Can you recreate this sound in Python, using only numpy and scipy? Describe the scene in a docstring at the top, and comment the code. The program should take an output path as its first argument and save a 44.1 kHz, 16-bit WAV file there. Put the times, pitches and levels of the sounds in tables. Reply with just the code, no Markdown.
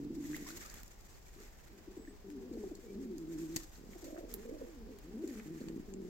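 """Pigeons courting and bathing in a walled yard

Pigeons are heard a few steps from a hand-held phone. Each coo is a harmonic tone arching in pitch and
loudness, roughened by modulation and rounded by a crop filter; short, chirped throaty pulses interrupt it.
Splashes and rustles are filtered random impacts and ringing bubbles; ticks and knocks are decaying noise.
A small bird whistles swept sines, and filtered noise lies under it all as low outdoor rumble and faint hiss.
"""
import sys
import numpy as np
from scipy import signal
from scipy.fft import rfft, irfft, next_fast_len
from scipy.io import wavfile
from scipy.ndimage import uniform_filter1d

SR = 44100
rng = np.random.default_rng(int(sys.argv[2]) if len(sys.argv) > 2 else 0)


def waveform_to_disk(signal):
    """Save audio, clipped to [-1, 1], as 16-bit WAV at the path in sys.argv[1]."""
    frames = np.transpose(np.atleast_2d(signal))
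    scaled = np.clip(frames, -1, 1) * 32767
    samples = np.round(scaled).astype(np.int16)
    wavfile.write(sys.argv[1], SR, samples)


N = 268569
TIME = np.arange(N) / SR  # t/s

# Spectrum of the outdoor air noise: f/Hz, relative level/dB
AIR_SPECTRUM = [(12, -39.5), (20, 2.5), (45, 0.5), (106, -14), (439, -19.5), (811, -21.5), (1340, -30),
                (1580, -29), (3960, -36.5), (4950, -33), (6540, -39), (9930, -50.5), (15500, -37.5)]
AIR_DB = -56  # middle level
# Likeness of diffuse noise at the two microphones: f/Hz, correlation
MICROPHONE_LIKENESS = [(90, 0.59), (170, 0.8), (330, 1), (600, -0.23), (1100, 0.16), (6000, -0.037)]

# Bouts of splashing and rustling, with a short hiss after the hard knock near 3.56 s:
# t/s at the height, time/s from there to 1/e of the amplitude,
# spray level/dB and slosh level/dB before the trims in bath()
SPLASH_BOUTS = [(0.153, 0.031, -65.5, -73), (0.388, 0.17, -58, -59.5), (0.583, 0.26, -58.5, -57),
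                (0.918, 0.4, -71, -72.5), (1.388, 0.076, -66.5, -65), (1.62, 0.46, -73, -69),
                (2.572, 0.054, -71.5, -71), (2.974, 1, -74, -75), (3.387, 0.13, -66, -67),
                (3.592, 0.051, -57.5, -61), (3.68, 0.25, -70, -73), (4.056, 0.15, -65, -67.5),
                (4.322, 0.035, -63.5, -66), (4.447, 0.29, -72, -68), (5.39, 0.37, -68, -64)]
TRICKLE_DB = -75.5  # steady floor under the bouts, before the same trims: the water never quite rests
# Spectra of the fine spray and of the stirred water: f/Hz, relative level/dB
SPRAY_SPECTRUM = [(1500, -22), (2500, -17.5), (3400, -10.5), (4600, -11.5), (7100, -3), (8400, -10),
                  (9600, -26.5), (12100, -8.5), (15500, -18.5)]
SLOSH_SPECTRUM = [(400, 1.5), (800, -6), (1300, -10.5), (1800, 0.5), (2500, -5), (4000, -17.5)]
BUBBLE_RATE, BUBBLE_HZ = 380, 1633  # small bubbles per second, their middle pitch
PIP_RATE, PIP_HZ = 110, 5530  # fine drops landing per second, their middle pitch
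# Single bubbles that stand out of the splashing:
# t/s, level/dB before the ringing envelope, starting f/Hz, cycles of ringing down to 1/e
LOUD_BUBBLES = [(0.252, -43.5, 1780, 5.4), (0.3445, -32, 1840, 7), (0.422, -43, 1780, 6.6),
                (0.463, -44, 980, 7.1), (0.502, -45.5, 1370, 8.6), (0.615, -51, 1750, 8.7),
                (0.649, -47, 1180, 17.8), (2.0505, -44, 1830, 3.4), (2.074, -49, 1646, 9)]

# Beak and claw ticks: t/s, noise level/dB before envelope and filters,
# knock level/dB before a common lift, fine edge level/dB, 60 dB decay time/s
CLAW_TICKS = [(0.364, -43, 1, 15.5, 0.022), (0.5711, -39.5, -9, 9, 0.035), (0.699, -39, -20, 4, .014),
              (0.74, -42, -6, 10, 0.022), (0.8317, -42, -10, 13.5, 0.013), (0.8787, -43.5, -23, 7, 0.011),
              (2.302, -48.5, 2, 8, 0.0082), (2.751, -42.5, -31, -2, 0.022), (3.181, -40.5, -31, 4, 0.013),
              (3.561, -23.5, -11.5, 9, 0.015), (3.564, -23, -12, 1.5, 0.026), (4.041, -42.5, -13, 5, 0.054),
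              (4.3394, -31.5, -18, 20, 0.0091), (4.986, -50, -6, 12, 0.02), (5.2742, -44, -12.5, 4, 0.042),
              (5.6843, -42, -4, -18, 0.016), (5.9382, -36.5, -12, -11, 0.0049)]
# Filters for a tick's ring, its fine edge and the knock of what is struck: f/Hz, response level/dB
RING_RESPONSE = [(1500, -88), (3000, -26), (4400, 4), (5500, -3.5), (7000, 7), (8500, -2.5), (11000, -81)]
EDGE_RESPONSE = [(7000, -91), (10000, -11.5), (12500, -9.5), (15500, -10)]
KNOCK_RESPONSE = [(200, 17.5), (600, 1.5), (1000, 5), (1400, -3.5), (1900, 6), (3000, 2.5), (6000, -25)]
# Dull knocks: pecks, and perhaps splashes among the bathing:
# t/s, peak level/dB before panning, resonance f/Hz, 60 dB decay time/s of the exciting noise
DULL_KNOCKS = [(0.3312, -43, 1670, 0.035), (0.4866, -55, 1530, .015), (3.9328, -48, 1980, 0.019),
               (4.165, -49, 1280, 0.026), (4.1763, -47, 1570, 0.017), (5.3975, -44, 1860, .028)]

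# Thin chirps of a small bird: start t/s, length/s, starting f/Hz, peak level/dB
SMALL_BIRD_CHIRPS = [(1.947, 0.14, 7630, -70), (2.074, 0.048, 7770, -65.5), (2.865, 0.061, 2240, -68)]

# Where the calling birds are heard, as one or another calls:
# t/s, left minus right level/dB, lead of the left microphone/s
BIRD_BEARING = [(0, -0.5, -.00015), (2, 2.8, .00005), (3.4, -.5, .00025), (4.6, -2, .0004), (5.2, 1.5, 0),
                (5.8, 0.2, .0003)]
# Throaty stutters: t/s at the middle, peak level/dB before a common trim, middle f/Hz,
# time/s from there to 1/e of the amplitude, overtone level/dB relative to the fundamental
THROAT_STUTTERS = [(0.108, -31.5, 287.5, 0.005, -40), (1.883, -40, 320, 0.0052, -33),
                   (1.976, -37.5, 314, 0.0062, -32), (1.998, -42, 272, 0.0052, -36),
                   (2.085, -42, 297, 0.0089, -23), (2.517, -33, 328, 0.0041, -30),
                   (2.576, -35, 338, 0.0058, -21), (2.642, -34.5, 384, 0.0054, -17),
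                   (2.719, -36.5, 334.4, 0.0095, -19.5), (3.963, -43.5, 348, 0.009, -11.5),
                   (4.034, -41, 331, 0.0062, -14), (4.055, -42.5, 287, 0.0063, -19),
                   (4.083, -42.5, 307, 0.0049, -8), (4.131, -37.5, 317, 0.0046, -12),
                   (4.188, -40, 347.7, 0.0082, -6.5), (4.242, -39.5, 301, 0.0043, -10),
                   (4.528, -37.5, 300, 0.007, -21), (4.62, -37, 460, .008, -23),
                   (5.245, -30, 342.3, 0.0091, -38), (5.617, -35, 243, 0.0051, -10.5)]
# Coos: start t/s, crest t/s, end t/s, opening f/Hz, crest f/Hz, closing f/Hz, crest level/dB,
# roughness 0-1, second harmonic level/dB relative to the first, before the crop
COO_NOTES = [ (-.1, 0.022, .14, 138, 143, 156, -43.5, 0.44, -0.5),
             (.16, 0.177, .26, 159.4, 144, 147.1, -41, 0.32, 5),
             (.27, 0.333, .35, 148.1, 151.3, 166, -41.5, 0.16, 3.5),
             (.36, 0.349, .44, 156, 155.3, 149.3, -47.5, 0.64, 1.5),
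             (.455, 0.501, .61, 150, 159.9, 176, -54.5, 0.54, 3),
             (1.361, 1.401, 1.425, 179, 206.4, 185, -59, 0.6, 7.5),
             (1.7, 1.75, 1.83, 158, 199.4, 169, -59, 0.65, 1.5),
             (1.875, 1.883, 1.94, 205, 205.7, 198, -56.5, 0.35, 2),
             (1.973, 1.99, 2.03, 216, 226.7, 207, -56.5, 0.41, 16),
             (2.078, 2.087, 2.14, 217, 219, 203, -56, 0.4, 1.5),
             (2.246, 2.283, 2.29, 205, 211, 200, -49.5, 0.56, 3),
             (2.3, 2.345, 2.39, 307, 286, 241, -47, 0.19, -29),
             (2.354, 2.361, 2.46, 206.5, 199.8, 183.4, -51, 0.17, 8),
             (2.405, 2.465, 2.53, 225.6, 245, 227, -50.5, 0.38, -4),
             (2.525, 2.599, 2.675, 238.6, 198, 189.5, -45, 0.46, 5),
             (2.7, 2.736, 2.79, 229, 204.4, 188, -53, 0.64, 5.5),
             (2.834, 2.848, 2.9, 231, 221.6, 193.7, -53, 0.45, 9),
             (2.894, 2.934, 3.11, 168.2, 194, 190.2, -48, 0.56, 1.5),
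             (2.958, 3.008, 3.1, 205.4, 278.6, 215, -45.5, 0.1, -31),
             (3.109, 3.147, 3.18, 188, 163.7, 139, -45.5, 0.25, 9),
             (3.19, 3.427, 3.575, 160.8, 160.4, 160.5, -42.5, 0.19, 3.5),
             (3.78, 3.873, 3.94, 161.5, 187.7, 179, -55.5, 0.97, -6.5),
             (4.03, 4.172, 4.26, 240.2, 344.6, 255, -51.5, 0.81, 2.5),
             (4.287, 4.381, 4.43, 237.8, 196, 223, -51.5, 0.64, 4.5),
             (4.445, 4.519, 4.565, 225.7, 266, 292, -48, 0.54, 8),
             (4.6, 4.612, 4.655, 280, 263, 239, -48, .3, 5),
             (4.66, 4.708, 4.76, 348, 337, 272, -56, 0.14, -38),
             (4.765, 4.792, 4.85, 260, 233, 204, -55.5, 0, -20),
             (4.773, 4.858, 4.92, 243.5, 197.2, 136, -57, 0.23, 10),
             (4.85, 4.893, 4.97, 208.3, 259.3, 191.3, -53, 0.42, 2.5),
             (5.043, 5.104, 5.13, 155, 184, 205, -52, 0.42, -2.5),
             (5.14, 5.157, 5.185, 216, 218, 262, -44, 0.25, -4),
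             (5.197, 5.226, 5.25, 304.4, 354, 345, -42, 0.1, -21.5),
             (5.265, 5.296, 5.345, 240, 283, 226, -46, 0.21, -12),
             (5.357, 5.366, 5.405, 231, 204, 218, -45.5, 0.26, -5),
             (5.465, 5.515, 5.59, 151.6, 163.6, 154, -45.5, 0.37, -1.5),
             (5.61, 5.73, 5.81, 168.9, 157.8, 146.5, -45.8, 0.63, -1.5),
             (5.885, 6.079, 6.25, 199, 181.4, 175, -47, 0.51, -2)]
# What the crop and neck let through: f/Hz for a slack crop, response level/dB
CROP_RESPONSE = [(60, -23), (150, -10), (220, 1.5), (310, 0), (400, 0.5), (500, -7.5), (600, -16),
                 (800, -19), (1200, -33), (2500, -78)]
CROP_TIGHTENS_HZ = 243  # above this crest pitch the crop's resonance rises with the voice
SWELL_DB, EBB_DB = 3, 3  # how far a coo's start and end lie under its crest
ARCH = 1.027  # shape of the pitch arch: 1 rounded, more is pointed
HELD_S = .3  # a coo longer than this is held, and a smooth one throbs in level and pitch:
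WARBLE_HZ, WARBLE_DB, WARBLE_SHARE = 8.97, 1.5, 0.058  # rate, level swing, pitch swing as a fraction

TOP_HZ = 15800  # upper band edge of the phone


def undb(db):
    """Level in decibels is twenty times the logarithm of amplitude; return the amplitude."""
    return 10 ** (np.asarray(db) / 20)


def unit(x):
    """Root-mean-square normalization: scale to rms 1."""
    return x / np.sqrt(np.mean(x ** 2) + 1e-20)


def across(points, size):
    """Interpolation along logarithmic frequency: spread (f/Hz, value) points over spectral bins."""
    hz, value = np.transpose(points)
    bins_hz = np.maximum(np.fft.rfftfreq(size, 1 / SR), 1)
    return np.interp(np.log(bins_hz), np.log(hz), value)


def colour(x, points, size=16384):
    """Minimum-phase filtering: folding the cepstrum makes a causal filter of the given response."""
    cepstrum = irfft(np.log(undb(across(points, size))))
    cepstrum[1:size // 2] *= 2
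    cepstrum[size // 2 + 1:] = 0
    response = irfft(np.exp(rfft(cepstrum)))
    return signal.fftconvolve(np.atleast_2d(x), response[None], axes=-1)[:, :N]


def diffuse(size):
    """Diffuse-field coherence: mid and side noise are weighted to set the correlation in each band."""
    padded = 2 * next_fast_len(size // 2 + 1)
    alike = np.clip(across(MICROPHONE_LIKENESS, padded), -1, 1)
    weights = np.sqrt([1 + alike, 1 - alike])
    mid, side = rfft(rng.standard_normal((2, padded))) * weights
    return unit(irfft(np.array([mid + side, mid - side]))[:, :size])


def walk(rate_hz):
    """Band-limited random modulation: smoothed random steps of rms 1."""
    k = max(int(SR / rate_hz), 1)
    steps = np.repeat(rng.standard_normal(N // k + 1), k)
    return unit(uniform_filter1d(steps, k)[:N])


def pan(x, db):
    """Interchannel level difference: make the left channel louder than the right by db."""
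    return x * undb(np.vstack([db, -db]) / 2)


def add(track, s, sound):
    """Superposition: mix a short sound in at time s."""
    start = int(np.clip(s * SR, 0, N - 1))
    track[..., start:start + sound.shape[-1]] += sound[..., :N - start]


def yard(x, wet_db, t60, gap_s=0.013):
    """Reverberation: walls and cages scatter a delayed, exponentially decaying tail."""
    t = TIME[:SR // 2]
    onset = np.clip(t / gap_s - 1, 0, 1)  # silent up to gap_s, full at twice that
    tail = diffuse(len(t)) * undb(-60 * t / t60) * onset
    tail /= np.sqrt(np.sum(tail ** 2) / 2)
    scattered = signal.fftconvolve(np.atleast_2d(x), tail, axes=-1)[:, :N]
    return x + undb(wet_db) * scattered


def air(swell_db=1):
    """Broadband diffuse noise: low outdoor rumble and a faint hiss, swelling slightly at random."""
    level_db = AIR_DB + swell_db * np.tanh(walk(9.8))
    return unit(colour(diffuse(N), AIR_SPECTRUM)) * undb(level_db)


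def droplets(rate, spread_db):
    """Shot noise: a shower of tiny random impacts of uneven size, rate per second."""
    size = undb(spread_db * np.minimum(rng.exponential(size=N), 4))
    lands = rng.random(N) < rate / SR
    return lands * size * rng.standard_normal((2, N))


def bubble(hz, cycles, rise=0.053, quiver=0.35):
    """Bubble resonance: a damped, unsteady ring rises in pitch as the bubble nears the surface."""
    t = TIME[:SR // 12]
    age = t * hz / cycles  # in decay times
    pitch = hz * (1 + rise * age + quiver * rng.standard_normal(len(t)))
    phase = 2 * np.pi * np.cumsum(pitch) / SR
    envelope = np.exp(-age) * (1 - np.exp(-4 * age))
    return envelope * np.sin(phase + rng.uniform(0, 2 * np.pi, (2, 1)))


def froth(rate, middle_hz, spread_octaves=0.61, cycles=6, scatter_db=4):
    """Superposed resonators: a crowd of small bubbles with random times, pitches and levels."""
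    out = np.zeros((2, N))
    for when, octave, size in rng.uniform(-1, 1, (int(rate * N / SR), 3)):
        ring = bubble(middle_hz * 2 ** (spread_octaves * octave), cycles)
        add(out, (when + 1) / 2 * N / SR, undb(scatter_db * size) * ring)
    return unit(out)


def bath(spray_trim_db=1.14, slosh_trim_db=-1.8, froth_db=-5, pips_db=-9, flutter_db=5):
    """Modulated impact noise: bouts of fine spray, rustle and stirred water swell and die away."""
    power = undb(TRICKLE_DB) ** 2
    for s, length_s, *levels_db in SPLASH_BOUTS:
        swell = np.exp(-2 * ((TIME - s) / length_s) ** 2)
        power = power + undb(levels_db)[:, None] ** 2 * swell
    spray_level, slosh_level = np.sqrt(power)
    pips = froth(PIP_RATE, PIP_HZ, spread_octaves=0.538, cycles=26, scatter_db=8)
    spray = unit(colour(droplets(5000, 1.54), SPRAY_SPECTRUM)) + undb(pips_db) * pips
    spray = spray * spray_level * undb(spray_trim_db)
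    bubbles = froth(BUBBLE_RATE, BUBBLE_HZ)
    slosh = unit(colour(droplets(4000, 2.4), SLOSH_SPECTRUM)) + undb(froth_db) * bubbles
    slosh = slosh * slosh_level * undb(slosh_trim_db)
    flutter = undb(flutter_db * np.tanh(walk(55)))
    return (pan(spray, 2.3) + pan(slosh, -3.5)) * flutter


def plops(lean_db=-2):
    """Isolated bubble resonance: single bubbles that stand out of the splashing."""
    out = np.zeros((2, N))
    for s, db, hz, cycles in LOUD_BUBBLES:
        add(out, s, undb(db) * bubble(hz, cycles, rise=0.092, quiver=0.12))
    return pan(out, lean_db)


def ticks(attack_share=0.03, knock_lift_db=4, lean_db=0.5):
    """Impact excitation: a short noise crunch drives a bright ring, a fine edge and a struck body."""
    ring, body, edge = np.zeros((3, 2, N))
    t = TIME[:SR // 10]
    for s, db, knock_db, edge_db, t60 in CLAW_TICKS:
        attack = 1 - np.exp(-t / (attack_share * t60))
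        decay = np.exp(-np.log(1000) * t / t60)
        crunch = rng.standard_normal((2, len(t))) * undb(db) * attack * decay
        add(ring, s, crunch)
        add(body, s, crunch * undb(knock_db + knock_lift_db))
        add(edge, s, crunch * undb(edge_db))
    bright = colour(ring, RING_RESPONSE) + colour(edge, EDGE_RESPONSE)
    return pan(bright + colour(body, KNOCK_RESPONSE), lean_db)


def dull_knocks(width_share=0.57, lean_db=-2):
    """Damped resonance: a decaying burst of noise rings one broad mode."""
    out = np.zeros((2, N))
    t = TIME[:SR // 10]
    for s, db, hz, t60 in DULL_KNOCKS:
        b, a = signal.iirpeak(hz, 1 / width_share, fs=SR)
        burst = rng.standard_normal((2, len(t))) * np.exp(-np.log(1000) * t / t60)
        knock = signal.lfilter(b, a, signal.lfilter(b, a, burst))
        add(out, s, undb(db) * knock / np.abs(knock).max(axis=1, keepdims=True))
    return pan(out, lean_db)


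def chirps(rise=0.053, quiver=0.01364):
    """Frequency modulation: a small bird some way off whistles thin, slightly rising notes."""
    out = np.zeros(N)
    wobble = walk(600)
    for s, length_s, hz, db in SMALL_BIRD_CHIRPS:
        u = np.clip((TIME - s) / length_s, 0, 1)
        pitch = hz * (1 + rise * u + quiver * wobble)
        whistle = np.sin(2 * np.pi * np.cumsum(pitch) / SR)
        out += undb(db) * np.sin(np.pi * u) * whistle
    return out


def place(x):
    """Stereophonic localization: a bird to one side differs in level and arrival time between channels."""
    s, left_db, left_lead_s = np.transpose(BIRD_BEARING)
    db, lead_s = np.interp(TIME, s, left_db), np.interp(TIME, s, left_lead_s)
    left, right = [np.interp(TIME + side * lead_s / 2, TIME, x) for side in (1, -1)]
    return pan(np.array([left, right]), db)


def stutters(fall=0.1192, quiver=0.072, trim_db=-1):
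    """Pulsed phonation: the syrinx pops open for a few uneven cycles while its pitch drops."""
    out = np.zeros(N)
    wobble = walk(500)
    for s, db, hz, half_s, overtone_db in THROAT_STUTTERS:
        u = np.arange(-3 * half_s, 3 * half_s, 1 / SR) / half_s
        pitch = hz * np.exp(-fall * u + quiver * wobble[int(s * SR):][:len(u)])
        phase = 2 * np.pi * np.cumsum(pitch) / SR + rng.uniform(0, 2 * np.pi)
        tone = np.sin(phase) + undb(overtone_db) * np.sin(2 * phase)
        add(out, s - half_s * u[-1], undb(db + trim_db) * np.exp(-u ** 2) * tone)
    return out


def held_tone():
    """Amplitude gating: the share of the coo that sounds on, each stutter interrupting it."""
    gaps = [1 - np.exp(-((TIME - s) / half_s) ** 2) for s, _, _, half_s, _ in THROAT_STUTTERS]
    return np.prod(gaps, axis=0)


def coos(jitter=0.1265, flutter_db=1.48, flutter_hz=50, rattle_db=10, rattle_hz=210, trill_hz=66,
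         trill_wander=0.3525, third_db=-20, press_db=18, fade_s=0.01207):
    """Source and filter: a pressed syrinx purrs, rattles and brightens, and the crop rounds the sound."""
    out = np.zeros(N)
    wobble = walk(190)
    burst_db = rattle_db * np.tanh(walk(rattle_hz))
    waver_db = flutter_db * np.tanh(walk(flutter_hz))
    trill = np.cos(2 * np.pi * np.cumsum(trill_hz * (1 + trill_wander * walk(40))) / SR)
    for start, crest, end, open_hz, crest_hz, close_hz, crest_db, rough, second_db in COO_NOTES:
        # the fades lie just outside the start and end
        gate = np.clip(np.minimum(TIME - start, end - TIME) / fade_s + 1, 0, 1)
        sings = gate > 0
        t = TIME[sings]
        away = np.interp(t, [start, crest, end], [1, 0, 1])  # distance from the crest
        arch = np.abs(np.cos(np.pi / 2 * away)) ** (2 * ARCH)
        held = end - start > HELD_S
        throb = held * (1 - rough) * np.cos(2 * np.pi * WARBLE_HZ * (t - crest))

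        edge_hz = np.where(t < crest, open_hz, close_hz)
        hz = (arch * crest_hz + (1 - arch) * edge_hz) * (1 + WARBLE_SHARE * throb)
        drop_db = np.where(t < crest, SWELL_DB, EBB_DB) * away ** 2
        db = crest_db - drop_db + WARBLE_DB * throb + waver_db[sings]

        phase = 2 * np.pi * np.cumsum(hz * (1 + jitter * rough * wobble[sings])) / SR
        tone = np.zeros(len(t))
        for harmonic, harmonic_db in enumerate([0, second_db, third_db + press_db * rough], 1):
            tone += undb(harmonic_db) * np.cos(harmonic * phase + rng.uniform(0, 2 * np.pi))
        purr = (1 + rough * trill[sings]) * undb(rough * burst_db[sings])

        tension = max(crest_hz / CROP_TIGHTENS_HZ, 1)
        crop = [(f * tension, response_db) for f, response_db in CROP_RESPONSE]
        voice = colour(tone * purr, crop)[0, :len(t)]
        # loudness follows the bird's effort, whatever the pitch
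        voice /= np.sqrt(np.abs(uniform_filter1d(voice ** 2, size=1200)) + 1e-9)
        out[sings] += voice * gate[sings] * undb(db)
    return out


def scene():
    """Superposition in one space: voices, water and contacts share the yard over the outdoor air."""
    outdoors = air()
    water = yard(plops() + bath(), wet_db=-10.0, t60=0.26)
    contacts = yard(ticks() + dull_knocks(), wet_db=-12.5, t60=0.11, gap_s=0.0022)
    pigeons = place(coos() * held_tone() + stutters())
    birds = yard(pigeons + chirps(), wet_db=-7.5, t60=.3)
    return birds + contacts + water + outdoors


def record(dry):
    """Band limitation: the phone cuts the top with a steep elliptic low-pass."""
    low_pass = signal.ellip(8, .2, 70, TOP_HZ, fs=SR, output="sos")
    return signal.sosfilt(low_pass, dry)


dry = scene()
out = record(dry)
waveform_to_disk(out)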